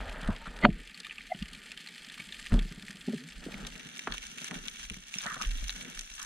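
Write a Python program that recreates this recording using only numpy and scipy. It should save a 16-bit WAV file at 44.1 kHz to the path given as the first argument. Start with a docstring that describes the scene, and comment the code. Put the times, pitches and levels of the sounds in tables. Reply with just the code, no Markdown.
"""Over seagrass and rock, a camera in a sealed housing on a diver's gear: snapping shrimp crackle all round.
Snaps are paired sines with noisy tails, over a far crackle of gritty noise in four bands.
Blows ring decaying gear modes; rubs are gritty noise bands; short tones swell; slow thumps sway.
Noise swells up to the loudest blow. The shrimp sound starts as one channel and opens into two ports,
where blows and rubs gain side differences."""
import sys
import numpy as np
from scipy import signal
from scipy.fft import rfft, irfft
from scipy.io import wavfile
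from scipy.ndimage import uniform_filter1d

SR = 44100
rng = np.random.default_rng(int(sys.argv[2]) if len(sys.argv) > 2 else 0)


def generate_wav(signal):
    """Clip the signal to [-1, 1] and save it as 16-bit WAV at the path in sys.argv[1]."""
    frames = np.transpose(np.atleast_2d(signal))
    scaled = np.clip(frames, -1, 1) * 32767
    pcm = np.round(scaled).astype(np.int16)
    wavfile.write(sys.argv[1], SR, pcm)


N = 275625

# modes of the gear: pitch_hz, level_db, t60_s
GEAR_MODES = [(83.4, -6.5, 0.146), (152.7, -9, 0.29), (187, 7.5, 0.088), (210.5, -2, 0.12),
              (324.7, -10.5, 0.17), (408.6, -9, 0.098), (608, 0, 0.067), (680, 1.5, 0.085), (903, 6, 0.018),
              (1240, -6, 0.023), (1400, 5.5, 0.0078), (1860, 0.5, 0.01), (2190, -11, 0.015),
              (2390, -4, 0.012), (2855, -10.5, 0.029), (3060, -17.5, 0.018), (3630, -33, 0.019),
              (4290, -26, 0.022)]
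# far crackle level over time: time_s, level_db
FAR_CRACKLE = [(0, -50), (.43, -52.5), (.7, -53.5), (1.4, -52), (1.56, -54), (2.14, -51), (2.65, -51),
               (2.84, -56), (3.12, -53), (3.33, -56), (3.55, -52), (4.02, -49), (4.2, -46.5), (4.8, -47),
               (5, -53), (5.1, -50), (5.17, -45), (5.78, -46.5), (5.95, -50), (6.25, -47)]
# part above 4.9 kHz against the lower part, growing as the colony nears
TREBLE_DB, BRIGHTEN_DB_PER_S = -5.5, 1.87


def undb(db):
    """Amplitude ratio of a level in dB."""
    return 10 ** (np.asarray(db) / 20)


def curve(table):
    """Columns of a time table, interpolated to one value per sample."""
    s, *columns = np.transpose(table)
    return [np.interp(np.arange(N) / SR, s, c) for c in columns]


def band(x, lo_hz, hi_hz):
    """Third-order Butterworth bandpass."""
    return signal.sosfilt(signal.butter(3, [lo_hz, hi_hz], "band", fs=SR, output="sos"), x)


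def unit(x):
    """Scale to rms 1."""
    return x / np.sqrt(np.mean(x ** 2))


def response(*tables, size=1024):
    """Causal minimum-phase response with the summed (Hz, dB) colours, by folding the cepstrum."""
    log_hz = np.log(np.arange(size // 2 + 1) * SR / size + 1)
    db = sum(np.interp(log_hz, np.log(np.array(t)[:, 0]), np.array(t)[:, 1]) for t in tables)
    cepstrum = irfft(db * np.log(10) / 20)
    cepstrum[1:size // 2] *= 2
    cepstrum[size // 2 + 1:] = 0
    return irfft(np.exp(rfft(cepstrum)))


def fade(hits, t60_s):
    """Envelope that jumps at each hit and decays exponentially."""
    return signal.lfilter([1], [1, -undb(-60 / (t60_s * SR))], hits)


def grit(rate_per_s, spread_db, t60_s):
    """Envelope of many small random contacts of uneven size, rms 1."""
    size_db = spread_db * np.minimum(rng.exponential(size=N), 3.5)
    hits = (rng.random(N) < rate_per_s / SR) * undb(size_db)
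    return unit(uniform_filter1d(fade(hits, t60_s), size=40))


def below_mount(x):
    """Steep lowpass: what the soft mount lets through."""
    return signal.sosfilt(signal.ellip(6, .5, 45, 4650, fs=SR, output="sos"), x)


def thumps():
    """Housing sways on its mount: slow sine swings that build up within a cycle and die away."""
    # thumps: start_s, pitch_hz, peak_db
    thump_table = [(0, 44, -33.5), (.06, 74.6, -40), (.21, 24.2, -46), (.26, 33, -27), (.287, 90, -28.5),
                   (.634, 35.1, -24), (.704, 39.7, -31.5), (1.409, 55.9, -39), (2.52, 36, -16),
                   (2.523, 98, -20), (2.545, 37, -21), (2.603, 34.2, -27.5), (4.095, 36.5, -38.5),
                   (4.555, 29.5, -45), (4.902, 61, -44), (5.463, 37.5, -23), (5.545, 30, -32),
                   (5.642, 39.6, -34), (5.959, 25.1, -41)]
    widest_cycles = 0.77  # from start to widest swing
    out = np.zeros(N)
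    for s, hz, db in thump_table:
        widest_s = widest_cycles / hz
        t = np.maximum(np.arange(N) / SR - s, 0)
        swell = t / widest_s * np.exp(1 - t / widest_s)
        out -= undb(db) * swell * np.sin(2 * np.pi * hz * t)
    return out


def rubbing(rest_change_db):
    """Body, rubbing and scraping levels in dB, rubs adding power to the rest level, and mean scrape pitch in Hz."""
    # rubs on hand and rock: start_s, length_s, body_db, rub_db, scrape_db, scrape_hz
    rub_table = [(0, 0.14, -54, -45.5, -49.5, 1507), (0.128, 0.098, -52, -47.5, -48, 1542),
                 (0.221, 0.08, -63, -45.5, -43.5, 1500), (0.279, 0.071, -57, -43.5, -45, 1250),
                 (0.341, 0.0603, -65, -54, -60.5, 1500), (0.398, 0.051, -55, -51, -55.5, 1500),
                 (.455, 0.041, -61, -51, -46.5, 1452), (0.495, 0.14, -55, -52.5, -55, 1510),
                 (0.638, 0.022, -19, -27, -30, 1200), (0.705, 0.14, -53, -80, -63.5, 1700),
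                 (0.981, 0.048, -58, -85, -59.5, 1650), (1.408, 0.35, -70, -80, -61.5, 1702),
                 (2.508, .025, -41, -48, -40, 1394), (2.525, 0.075, -31.5, -47.5, -48, 1400),
                 (2.591, 0.051, -62, -60, -53, 1600), (2.664, 0.11, -69, -68, -66.5, 1700),
                 (3.075, 0.081, -47.5, -57, -64, 1600), (3.415, 0.11, -48, -59, -57.5, 1500),
                 (3.494, 0.21, -49, -55, -55, 1503), (3.707, 0.12, -56.5, -64, -63, 1600),
                 (4.065, 0.09, -49, -56, -51, 1400), (4.287, 0.18, -58, -74, -62, 1697),
                 (4.495, 0.093, -45.5, -52.5, -53.5, 1503), (4.57, 0.12, -54.5, -80, -59, 1495),
                 (5.229, 0.037, -58, -53, -43, 1390), (5.255, 0.04, -54, -50, -36.5, 1550),
                 (5.291, 0.065, -59, -62, -39.5, 1507), (5.352, 0.04, -48, -48.5, -43, 1450),
                 (5.391, 0.043, -54, -63, -42, 1276), (5.428, 0.024, -56, -60, -42.5, 1450),
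                 (5.737, .2, -53.5, -62, -57.5, 1650), (6.181, 0.078, -69, -88, -49.5, 1405)]
    # rest levels of the three parts: body_db, rub_db, scrape_db
    rest_db = (-61.5, -70.5, -61.5)
    rest_scrape_hz = 1690
    rise_s, fall_s = 0.03005, 0.0448
    t = np.arange(N) / SR
    power = undb(np.array(rest_db)[:, None] + rest_change_db) ** 2
    weighted_hz = power[2] * rest_scrape_hz
    for s, length_s, *db, hz in rub_table:
        ramp = .5 + np.minimum((t - s) / rise_s, (s + length_s - t) / fall_s)
        shape = np.clip(ramp, 0, 1) ** 2
        rub_power = undb(db)[:, None] ** 2 * shape ** 2
        power = power + rub_power
        weighted_hz = weighted_hz + rub_power[2] * hz
    return (*(10 * np.log10(power)), weighted_hz / power[2])


def handling(opening):
    """Slips and small contacts shake the gear: gritty noise bands, their port differences growing with opening."""
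    # gear in the hand: time_s, sway_db, rest_change_db
    sway_table = [(0, -53, 2.5), (.14, -43.5, 3.5), (.31, -51, 4), (.83, -45, 1), (.95, -78, -2),
                  (1.17, -64.5, -0.5), (1.51, -60, 1.5), (1.92, -73, 0), (2.18, -64, 1), (2.5, -50, 1),
                  (2.87, -61, 1.5), (3.24, -74, 1), (3.4, -51, 4), (3.71, -50, 2), (3.97, -78, 3),
                  (4.2, -52, -0.5), (4.35, -75, -2.5), (4.55, -64, 3), (4.9, -54, -5), (5.15, -70, -7),
                  (5.43, -52, 2), (5.52, -38, 3), (5.7, -49.5, -5), (6, -60.5, 1), (6.06, -52, -6.5),
                  (6.25, -61, -9)]
    sway_db, rest_change_db = curve(sway_table)
    body_db, rub_db, scrape_db, scrape_hz = rubbing(rest_change_db)
    # level_db, centre_hz, half_width_hz, contacts_per_s, t60_s, side_db
    parts = [(sway_db, 38, 16, 60, .15, -9),
             (body_db, 210, 55, 350, .05, -7),
             (body_db - 10.5, 400, 90, 350, .05, -4),
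             (rub_db - 4.5, 680, 260, 1200, .03, 0),
             (rub_db - 11, 600, 45, 500, .05, 0),
             (scrape_db - 1.0, scrape_hz, 340, 2000, .03, -3),
             (scrape_db - 12.0, scrape_hz * 1.24, 80, 500, .03, -3)]
    out = np.zeros((2, N))
    for db, centre_hz, half_hz, rate_per_s, t60_s, side_db in parts:
        contacts = grit(rate_per_s, spread_db=1.5, t60_s=t60_s)
        slow = band(contacts * rng.standard_normal((2, 2, N)), 0.97, half_hz)
        # two slow noises carried up to the centre make a band that can glide
        phase = 2 * np.pi * np.cumsum(centre_hz * np.ones(N)) / SR
        mid, side = slow[0] * np.cos(phase) + slow[1] * np.sin(phase)
        side = undb(side_db) * np.sqrt(opening) * unit(side)
        out += undb(db) * (unit(mid) + [side, -side])
    return out


def swelling_tones():
    """Short swelling tones, each with one partner tone, some rising in pitch."""
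    # tones: centre_s, length_s, pitch_hz, glide_hz_per_s, level_db, partner_multiple, partner_db
    tone_table = [(.425, .055, 910, 0, -48.5, 2, -20), (.47, .011, 1376, 0, -40, 1.35, -5),
                  (.629, .008, 2030, 0, -31, .55, -14), (.639, .008, 2020, 0, -20, .55, -14),
                  (.648, .02, 6900, 0, -58, .98, 3), (.6487, .006, 2030, 0, -15, .55, -10),
                  (.6519, .0028, 1500, 0, -10, 1.9, -5), (.6574, .015, 222, 0, -7, 2.6, -10),
                  (1.069, .0097, 1224, 0, -44, 2, -9), (1.32, .037, 695, 0, -35.5, 3, -9),
                  (1.3222, .012, 708, 500, -20.5, 2.92, -11.5), (1.426, .017, 196, 0, -27.5, 1.6, -26),
                  (2.203, .016, 2254, 8000, -35.5, 1.12, -8), (3.085, .017, 223, 0, -22.5, 1.75, -10.5),
                  (3.087, .013, 610, 0, -44, 1.3, -4), (3.101, .04, 220, 0, -28.5, 1.75, -14.5),
                  (3.135, .011, 546, 0, -42, 1.2, -8), (3.142, .025, 229, 0, -27, 1.8, -8.5),
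                  (3.163, .041, 161, 0, -38, 2.4, -14), (3.209, .12, 248, 700, -45, 1.7, -17),
                  (3.26, .075, 160, 600, -45.5, 2, -21), (3.4665, .009, 300, 0, -32, 1.6, -7),
                  (3.487, .008, 330, 0, -39, 1.5, -6), (4.078, .005, 400, 0, -33, 1.6, -12),
                  (5.346, .012, 1370, 0, -34, 1.25, -18), (5.413, .016, 1259, 0, -35.5, 1.2, -8)]
    t, out = np.arange(N) / SR, np.zeros(N)
    for s, length_s, hz, glide, db, multiple, partner_db in tone_table:
        phase = 2 * np.pi * (hz + glide * (t - s) / 2) * (t - s)
        swell = np.exp(-2 * (2 * (t - s) / length_s) ** 2)
        out += undb(db) * swell * (np.sin(phase) + undb(partner_db) * np.sin(multiple * phase))
    return out


def noise_swell():
    """Noise swells up to the loudest blow, then dies quickly, filtered by the modes above 500 Hz."""
    end_s, swell_s, level_db, t60_s = .652, .012, -20, .03
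    tilt_db_per_khz = 5
    t = np.arange(N) / SR
    before = np.exp(np.minimum(t - end_s, 0) / swell_s)
    after = undb(-60 * np.maximum(t - end_s, 0) / t60_s + 3)
    envelope = np.where(t < end_s, before, after)
    u = t[:2000]
    ring = 0
    for hz, db, ring_t60_s in GEAR_MODES:
        if hz > 500:
            mode_db = db + tilt_db_per_khz * hz / 1000 - 60 * u / ring_t60_s
            ring = ring + undb(mode_db) * np.sin(2 * np.pi * hz * u)
    ring = ring / np.linalg.norm(ring)
    noise = signal.oaconvolve(envelope * rng.standard_normal(N), ring)[:N]
    return undb(level_db) * below_mount(noise)


def bounces():
    """After the heavy bump the gear bounces on, its body weaker each time; rows like those of the blows."""
    first_s, gap_s, uneven_s = 2.648, .0605, .003
    first_body_db, loss_db, shell_db, crack_db = -40, 2, -68, -59
    return [(first_s + k * gap_s + uneven_s * rng.standard_normal(),
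             first_body_db - k * loss_db, shell_db, crack_db, crack_db, 1) for k in range(6)]


def blows(opening):
    """Each blow rings the same decaying modes; where it lands sets body, shell and crack levels."""
    # blows: start_s, body_db, shell_db, crack_db, knock_db, share of free ring time left by the grip
    blow_table = [(.003, -49.5, -52, -34, -40, 0.78), (.226, -41, -62, -49, -44, 1),
                  (.285, -23, -37, -52, -48, 0.6), (.324, -71, -50, -55, -52, 0.85),
                  (.47, -43, -60, -45, -41, 0.9), (.65, -16, -12, -10, -5, 0.81),
                  (.684, -19.5, -38, -50, -51, 0.79), (1.344, -43, -56, -63, -57, 0.99),
                  (2.193, -47, -62, -54, -45, 1), (2.519, -29, -41, -45, -45, 1),
                  (2.54, -25.5, -36, -54, -55, 1), (2.574, -31, -46, -54, -55, 1),
                  (2.609, -38, -56, -51, -55, 1), (3.463, -40, -48, -60, -55, .45),
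                  (3.484, -46, -48, -52, -50, 0.47), (3.58, -60, -54, -55, -45, 0.54),
                  (3.649, -58, -59, -52, -40, 0.44), (3.855, -46.5, -77, -60, -52, 0.98),
                  (4.0715, -42, -34.5, -33, -17, 0.47), (4.0745, -48, -42, -33, -30, .35),
                  (4.0772, -50, -46, -37, -31, .35), (4.107, -63, -52, -45, -41, 0.39),
                  (4.413, -48, -54, -54, -46, .6), (4.508, -60, -57, -46, -46, 1),
                  (4.5145, -48, -44, -42, -34, .5), (4.906, -41.5, -66, -60, -55, 0.98),
                  (4.965, -49, -64, -57, -49, 1), (5.154, -48, -59, -54, -47, 1),
                  (5.257, -44, -40, -35, -31, 0.72), (5.365, -49, -50, -50, -37, .7),
                  (5.4125, -60, -48, -37, -26, .7), (5.622, -50, -58, -56, -50, .7)]
    push_cycles = 0.4788  # of each mode, so low modes swell in longer
    click_db, click_t60_s, click_rise_s = -1.5, 0.019, 0.00078  # level against the crack
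    knock_ms = 0.18  # width of the first sharp push
    hz, mode_db, t60_s = np.array(GEAR_MODES).T[:, :, None]
    t = np.arange(int(.3 * SR)) / SR
    out = np.zeros((2, N + len(t)))
    hits = [*blow_table, *bounces()]
    clicks = unit(band(rng.standard_normal(N + len(t)), 220, 2300))
    chance = rng.standard_normal((len(hits), 3, len(GEAR_MODES), 1))
    push = 1 - np.exp(-(t * hz / push_cycles) ** 2)
    width = (1000 * t - 1) / knock_ms
    knock = (1 - width ** 2) * np.exp(-width ** 2 / 2)
    for (s, body_db, shell_db, crack_db, knock_db, grip), (detune, size, side) in zip(hits, chance):
        i = int((s + .001) * SR)
        span = slice(i, i + len(t))
        part_db = np.select([hz < 450, hz < 950], [body_db, shell_db], crack_db)
        ring_db = mode_db + part_db + 1.5 * size - 60 * t / (t60_s * grip)
        ring = undb(ring_db) * push * np.sin(2 * np.pi * hz * (1 + 0.047 * detune) * t)
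        # gritty click of contact
        click = undb(crack_db + click_db - 60 * t / click_t60_s) * np.minimum(t / click_rise_s, 1)
        out[:, span] += click * clicks[span]
        out[:, span] += undb(knock_db) * knock
        lean = opening[i] * .5 * side * np.minimum(hz / 500, 1)
        out[:, span] += [(ring * (1 + lean)).sum(axis=0), (ring * (1 - lean)).sum(axis=0)]
    return below_mount(band(out[:, :N], 80, 7700))


def lesser_snaps():
    """Random weaker snaps over the far crackle, each given a panel pitch; rows like those of the near snaps."""
    # housing panels that a snap may set ringing: pitch_hz
    panel_hz = [1860, 2150, 2740, 2730, 3100, 3400]
    snaps_per_s = 15
    over_far_db, spread_db, treble_db, pan_spread_db = 1.5, 3, -11.5, 10
    when, panel = rng.random((int(snaps_per_s * N / SR), 2)).T
    size, bright, pan = np.clip(rng.standard_normal((len(when), 3)).T, -2, 1.5)
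    s = when * N / SR
    low_db = np.interp(s, *np.transpose(FAR_CRACKLE)) + over_far_db + spread_db * size
    high_db = low_db + TREBLE_DB + BRIGHTEN_DB_PER_S * s + treble_db + spread_db * bright
    ring_hz = np.take(panel_hz, (panel * len(panel_hz)).astype(int))
    return np.c_[s, low_db, ring_hz, high_db, pan_spread_db * pan]


def shrimp(opening):
    """Each snap is a short ring with a noisy tail; thousands far off merge into crackle over hiss."""
    # loudest near snaps: start_s, low_db, ring_hz, high_db, left_minus_right_db
    snap_table = [(.0977, -58, 3760, -75, 0), (.2144, -36.5, 4300, -47, 0), (0.23, -33, 3500, -57, 0.0),
                  (.2753, -37, 3970, -52, 0), (0.3032, -33, 1250, -57, 0.0), (0.3626, -33, 3700, -54, -0.5),
                  (0.4574, -31, 1320, -58, 0.0), (.5117, -44, 4200, -60, 0), (.613, -48, 3500, -49, 0),
                  (0.7023, -33, 2100, -76, -5), (0.7274, -37, 2300, -56, 0.0),
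                  (0.8964, -35, 2180, -66.5, 2), (0.9447, -31, 4480, -51.5, -4),
                  (0.9747, -37, 2620, -50, 1), (1.0011, -41, 1790, -44, -5), (1.0465, -24, 2450, -53, -7),
                  (1.0584, -31, 2965, -65, -3), (1.0959, -30, 2940, -71, 5), (1.1093, -25.5, 2560, -66, 4),
                  (1.1195, -34, 2394, -66, 0), (1.182, -27, 2560, -56, 4), (1.2074, -33, 2230, -71, 0),
                  (1.3468, -34, 2970, -63, -1), (1.4242, -27, 2840, -46, -3), (1.4825, -43, 2180, -51, 4),
                  (1.5309, -38, 3200, -51.5, 0.0), (1.5738, -51, 2400, -54, 3), (1.659, -38, 2000, -54, 0),
                  (1.6848, -39, 2270, -57, 4), (1.717, -25.5, 2650, -41.5, 2),
                  (1.7744, -30.5, 3190, -58, 0.0), (1.807, -41, 2590, -53, 0), (1.843, -43, 2290, -56, 3),
                  (1.8723, -30, 4230, -48, 2), (1.8865, -31, 2240, -46, 2), (1.98, -48, 2800, -57, 0),
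                  (1.9994, -45, 2310, -68, -3), (2.046, -40, 1930, -60, 2.5), (2.0854, -41, 2820, -50, 0.0),
                  (2.0984, -29.5, 3378, -52, 11), (2.1193, -34, 1800, -46, -2),
                  (2.1412, -28.5, 2260, -46, 2), (2.178, -35, 1590, -53, 0),
                  (2.2004, -29.5, 2150, -70, 0.0), (2.2887, -34, 3290, -65, 0.0),
                  (2.3234, -26, 3603, -51, -1), (2.3436, -33.5, 2486, -52, 3), (2.392, -34, 1810, -53, 0.0),
                  (2.3965, -39, 2000, -56, 0), (2.4414, -39, 1800, -65, 0.0), (2.455, -32, 2400, -54, 0),
                  (2.4619, -29, 1820, -50, 0.0), (2.468, -29, 2600, -52, 0), (2.521, -27, 1330, -58, 0.0),
                  (2.5396, -29, 1310, -42.5, 0.0), (2.5908, -21, 3330, -43, 0.0),
                  (2.882, -30, 1910, -47, 0.0), (2.9068, -30.5, 1851, -43, -11),
                  (3.0131, -36, 3466, -59, 0.0), (3.0944, -41.5, 3245, -62, 0.0),
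                  (3.1786, -34, 3395, -55, -2), (3.238, -39.5, 1820, -53, -3), (3.287, -33, 2237, -50, 8),
                  (3.3218, -33, 3270, -55, 7), (3.5414, -31, 2250, -70, -9), (3.6486, -33, 3590, -58, 0.0),
                  (3.6673, -29, 3700, -37.5, 5), (3.7537, -33.5, 2396, -59, -5),
                  (3.7775, -50, 1842, -43, 3), (3.9793, -52, 3270, -37, 1), (3.992, -23, 2310, -34, -1),
                  (4.103, -43, 1270, -55, -1), (4.1212, -19, 3350, -41, 4), (4.1432, -28, 1150, -50, -5),
                  (4.171, -33, 3004, -46, 2), (4.1799, -25.5, 2735, -37.5, -4),
                  (4.2363, -31, 1817, -50, -3), (4.2664, -58, 1795, -37, 2), (4.3151, -47, 3180, -47, 2),
                  (4.3324, -47, 2940, -56, -5), (4.443, -23.5, 1785, -32.5, -2.5),
                  (4.434, -38, 2200, -44, -3), (4.4555, -32, 3330, -43, 3), (4.4645, -34, 2500, -46, 0),
                  (4.469, -45, 2500, -39, 0), (4.5098, -25, 1850, -42, -1), (4.5518, -34.5, 2200, -49, -8),
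                  (4.6817, -23, 3320, -35.5, 3), (4.795, -32, 1758, -43, -1), (4.8369, -44, 1790, -47, 6),
                  (4.8512, -33, 2200, -39, 0), (4.8984, -22, 2640, -38.5, 1.5), (4.92, -43, 3940, -45, 2),
                  (4.9415, -32, 2270, -41, -1), (5.1395, -24, 2673, -40, -5), (5.1514, -33, 3690, -37, -3),
                  (5.1842, -27, 3770, -33, -2), (5.2086, -26, 3620, -52, 0.0), (5.228, -34, 1480, -53, 5),
                  (5.236, -27, 2655, -40, 2), (5.263, -27, 3260, -36, -3), (5.4131, -23, 1245, -34, -2),
                  (5.4204, -25, 3586, -33.5, 5.5), (5.43, -25.5, 2630, -39, -5),
                  (5.4488, -23, 2616, -46, 2), (5.489, -48, 3630, -45, 0), (5.5538, -35, 3330, -59, -7),
                  (5.5827, -28.5, 3580, -55, 3), (5.6405, -49, 2680, -54, 3), (5.681, -35, 2220, -32, -2),
                  (5.6935, -17, 3850, -36, -2), (5.7029, -27, 3900, -36, 13), (5.7253, -35, 1645, -42, -1),
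                  (5.7643, -37, 2276, -56, 1), (5.8474, -28, 2280, -66, -5), (5.899, -45, 1785, -41, 1),
                  (5.9464, -38, 3570, -53, 0.5), (5.9737, -31, 1778, -43, -3), (5.9913, -27, 3820, -28, -3),
                  (6.0097, -37, 1793, -35, 3), (6.115, -32, 3844, -49, -2), (6.1942, -34, 1180, -39, 3),
                  (6.2154, -49, 1332, -38, -12), (6.2273, -45, 1230, -29, -3)]
    # colour through the housing, single channel: frequency_hz, level_db
    one_port = [(530, -46.5), (900, -1.5), (991, -33), (1220, 7.5), (1340, -13), (1800, 12), (2000, 6.5),
                (2300, 10.5), (2890, 7), (3190, 7.5), (3600, 1.5), (3860, -4.5), (4300, -5.5),
                (4650, -16.5), (5000, -20.5), (5650, -30), (6080, -24), (6500, -28.5), (6900, -30.5),
                (7320, -22), (7700, -24.5), (8420, -22.5), (9200, -27), (9810, -27.5), (12100, -33.5),
                (16000, -48)]
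    # colour through the housing, pair of ports: frequency_hz, level_db
    two_ports = [(530, -11.5), (900, -4.5), (956, -6.5), (1810, 4), (2050, -5), (2250, 7.5), (2500, 0),
                 (2700, 8.5), (3050, 5), (3250, 7), (3700, 3), (4920, -9.5), (5600, 6), (6110, 3),
                 (6700, -10), (7300, -22.5), (7800, -17.5), (8150, -19.5), (8500, -17.5), (8900, -16.5),
                 (9530, -12.5), (10800, -28.5), (12300, -27), (13200, -37), (16000, -52)]
    # difference between the ports: frequency_hz, left_minus_right_db
    port_balance = [(60, -15), (110, 2), (200, 1), (380, 13), (700, -3.5), (1290, 2.5), (2380, -3.5),
                    (4400, 2.5), (8120, 2.5), (15000, -4.5)]
    ring_db, tail_db = -9.5, -12.5  # against the snap level
    echo_db, echo_ms = -11, (2.5, 5)  # each snap comes back once from the rock
    cluster_db, cluster_hz = 1.2, (4, 12)  # far crackle comes in loose clusters
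    colour_scatter_db = 3  # each snap favours some treble bands
    # (single channel, pair): the pair swells faster and ends sooner
    rise_ms, smoothing_samples = (0.94, 0.44), (70, 8)
    port_delay_samples, left_lag_samples = 36, 23
    port_tail_share, port_gain_db = 0.51, 2.5  # tail length and snap gain of the pair
    burst_db = 4.5  # first pressure spike of the pair against the tail

    s, low_db, ring_hz, high_db, pan_db = np.transpose([*snap_table, *lesser_snaps()])
    lag_ms = echo_ms[0] + (echo_ms[1] - echo_ms[0]) * rng.random(len(s))
    s = np.r_[s, s + lag_ms / 1000]
    low_db, high_db = np.r_[low_db, low_db + echo_db], np.r_[high_db, high_db + echo_db]
    ring_hz, pan_db = np.tile(ring_hz, 2), np.tile(pan_db, 2)
    at = np.minimum((s * SR).astype(int), N - 100)

    one, left, own = rng.standard_normal((3, N))
    tilt = np.array(port_balance) * [1, .5]
    colours = response(one_port), response(two_ports, tilt), response(two_ports, tilt * [1, -1])
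    heard = np.zeros((3, N + 600))
    colony = grit(160, spread_db=4.5, t60_s=.018)  # snaps at middle distance, heard in every band
    low_far_db, = curve(FAR_CRACKLE)
    high_far_db = low_far_db + TREBLE_DB + BRIGHTEN_DB_PER_S * np.arange(N) / SR
    # far_db, near_db, lo_hz, hi_hz, t60_s, share common to both ports, lead of the right port in s
    layers = [(low_far_db - 1.5, low_db + tail_db, 600, 4900, .016, .6, .00052),
              (high_far_db - 5.5, high_db + 2.5, 4900, 6900, .01, -.6, 0),
              (high_far_db - 8.0, high_db - 0.5, 6900, 10500, .01, .3, .00027),
              (high_far_db - 18.0, high_db - 12.5, 10500, 17000, .008, -.1, 0)]
    clusters = undb(cluster_db * unit(band(rng.standard_normal(N), *cluster_hz)))
    favours = colour_scatter_db * rng.standard_normal((len(layers), len(at))) * [[0], [1], [1], [1]]
    for (far_db, near_db, lo_hz, hi_hz, t60_s, share, lead_s), favour_db in zip(layers, favours):
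        crackle = grit(350, spread_db=4.5, t60_s=.012)
        far = undb(far_db) * clusters * np.sqrt(.24 + .42 * colony ** 2 + .34 * crackle ** 2)
        lead = int(lead_s * SR)
        right = share * np.roll(left, -lead) + np.sqrt(1 - min(share ** 2, 1)) * own
        for k, (wave, side) in enumerate([(one, 0), (left, 1), (right, -1)]):
            pair = min(k, 1)  # 0 single channel, 1 either port
            hits = np.zeros(N)
            hit_db = near_db + favour_db + side * pan_db / 2 + pair * port_gain_db
            hits[at + pair * port_delay_samples] = undb(hit_db)
            size = smoothing_samples[pair]
            tail = fade(hits, t60_s * port_tail_share ** pair)
            tail = uniform_filter1d(tail, size=size, origin=size // 4)
            # band rms of coloured noise, so that the layer levels hold
            scale = np.std(band(signal.oaconvolve(one, colours[pair])[:N], lo_hz, hi_hz))
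            drive = (far + tail) * wave
            drive += pair * undb(burst_db) * np.roll(hits, lead * (side > 0))
            heard[k, :N] += band(signal.oaconvolve(drive, colours[k])[:N], lo_hz, hi_hz) / scale

    # the collapsing bubble sets two panel modes going
    t = np.arange(500) / SR
    chance = rng.standard_normal((len(at), 3))
    for i, db, hz, pan, (apart, turn, slow) in zip(at, low_db + ring_db, ring_hz, pan_db, chance):
        rise_s = np.array(rise_ms)[:, None] / 1000 * undb(1.5 * slow)
        swell = t / rise_s * np.exp(1 - t / rise_s)
        second_hz = hz * (1 + .25 * np.clip(apart, -.8, 2))
        ring = swell * (np.sin(2 * np.pi * hz * t) + .8 * np.sin(2 * np.pi * second_hz * t + turn))
        heard[0, i:i + len(t)] += undb(db) * ring[0]
        i_right = i + port_delay_samples
        i_left = i_right + left_lag_samples
        heard[1, i_left:i_left + len(t)] += undb(db + port_gain_db + pan / 2) * ring[1]
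        heard[2, i_right:i_right + len(t)] += undb(db + port_gain_db - pan / 2) * ring[1]
    return np.sqrt(1 - opening) * heard[0, :N] + np.sqrt(opening) * 0.99 * heard[1:, :N]


def scene():
    """Sum of all sources."""
    # opening from one channel into two ports: time_s, share of the pair (0-1)
    opening_table = [(0, 0), (3.05, 0), (3.3, 0.13), (3.55, 0.42), (3.85, 0.96), (6.25, 0.99)]
    opening = np.clip(curve(opening_table)[0], 0, 1)
    background = thumps() + handling(opening) + swelling_tones() + noise_swell()
    return background + blows(opening) + shrimp(opening)


def record(dry):
    """The camera lowers its gain with the recent power, for a moment after loud blows, and cuts the top."""
    # averaged power falls a thousandfold in 0.4 s
    recent_power = fade(np.mean(dry ** 2, axis=0), t60_s=.4) / SR
    gain = uniform_filter1d((1 + recent_power / undb(-73.0)) ** -.25, size=200)
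    top_hz = 15900
    return signal.sosfilt(signal.ellip(8, .2, 70, top_hz, fs=SR, output="sos"), gain * dry)


dry = scene()
out = record(dry)
generate_wav(out)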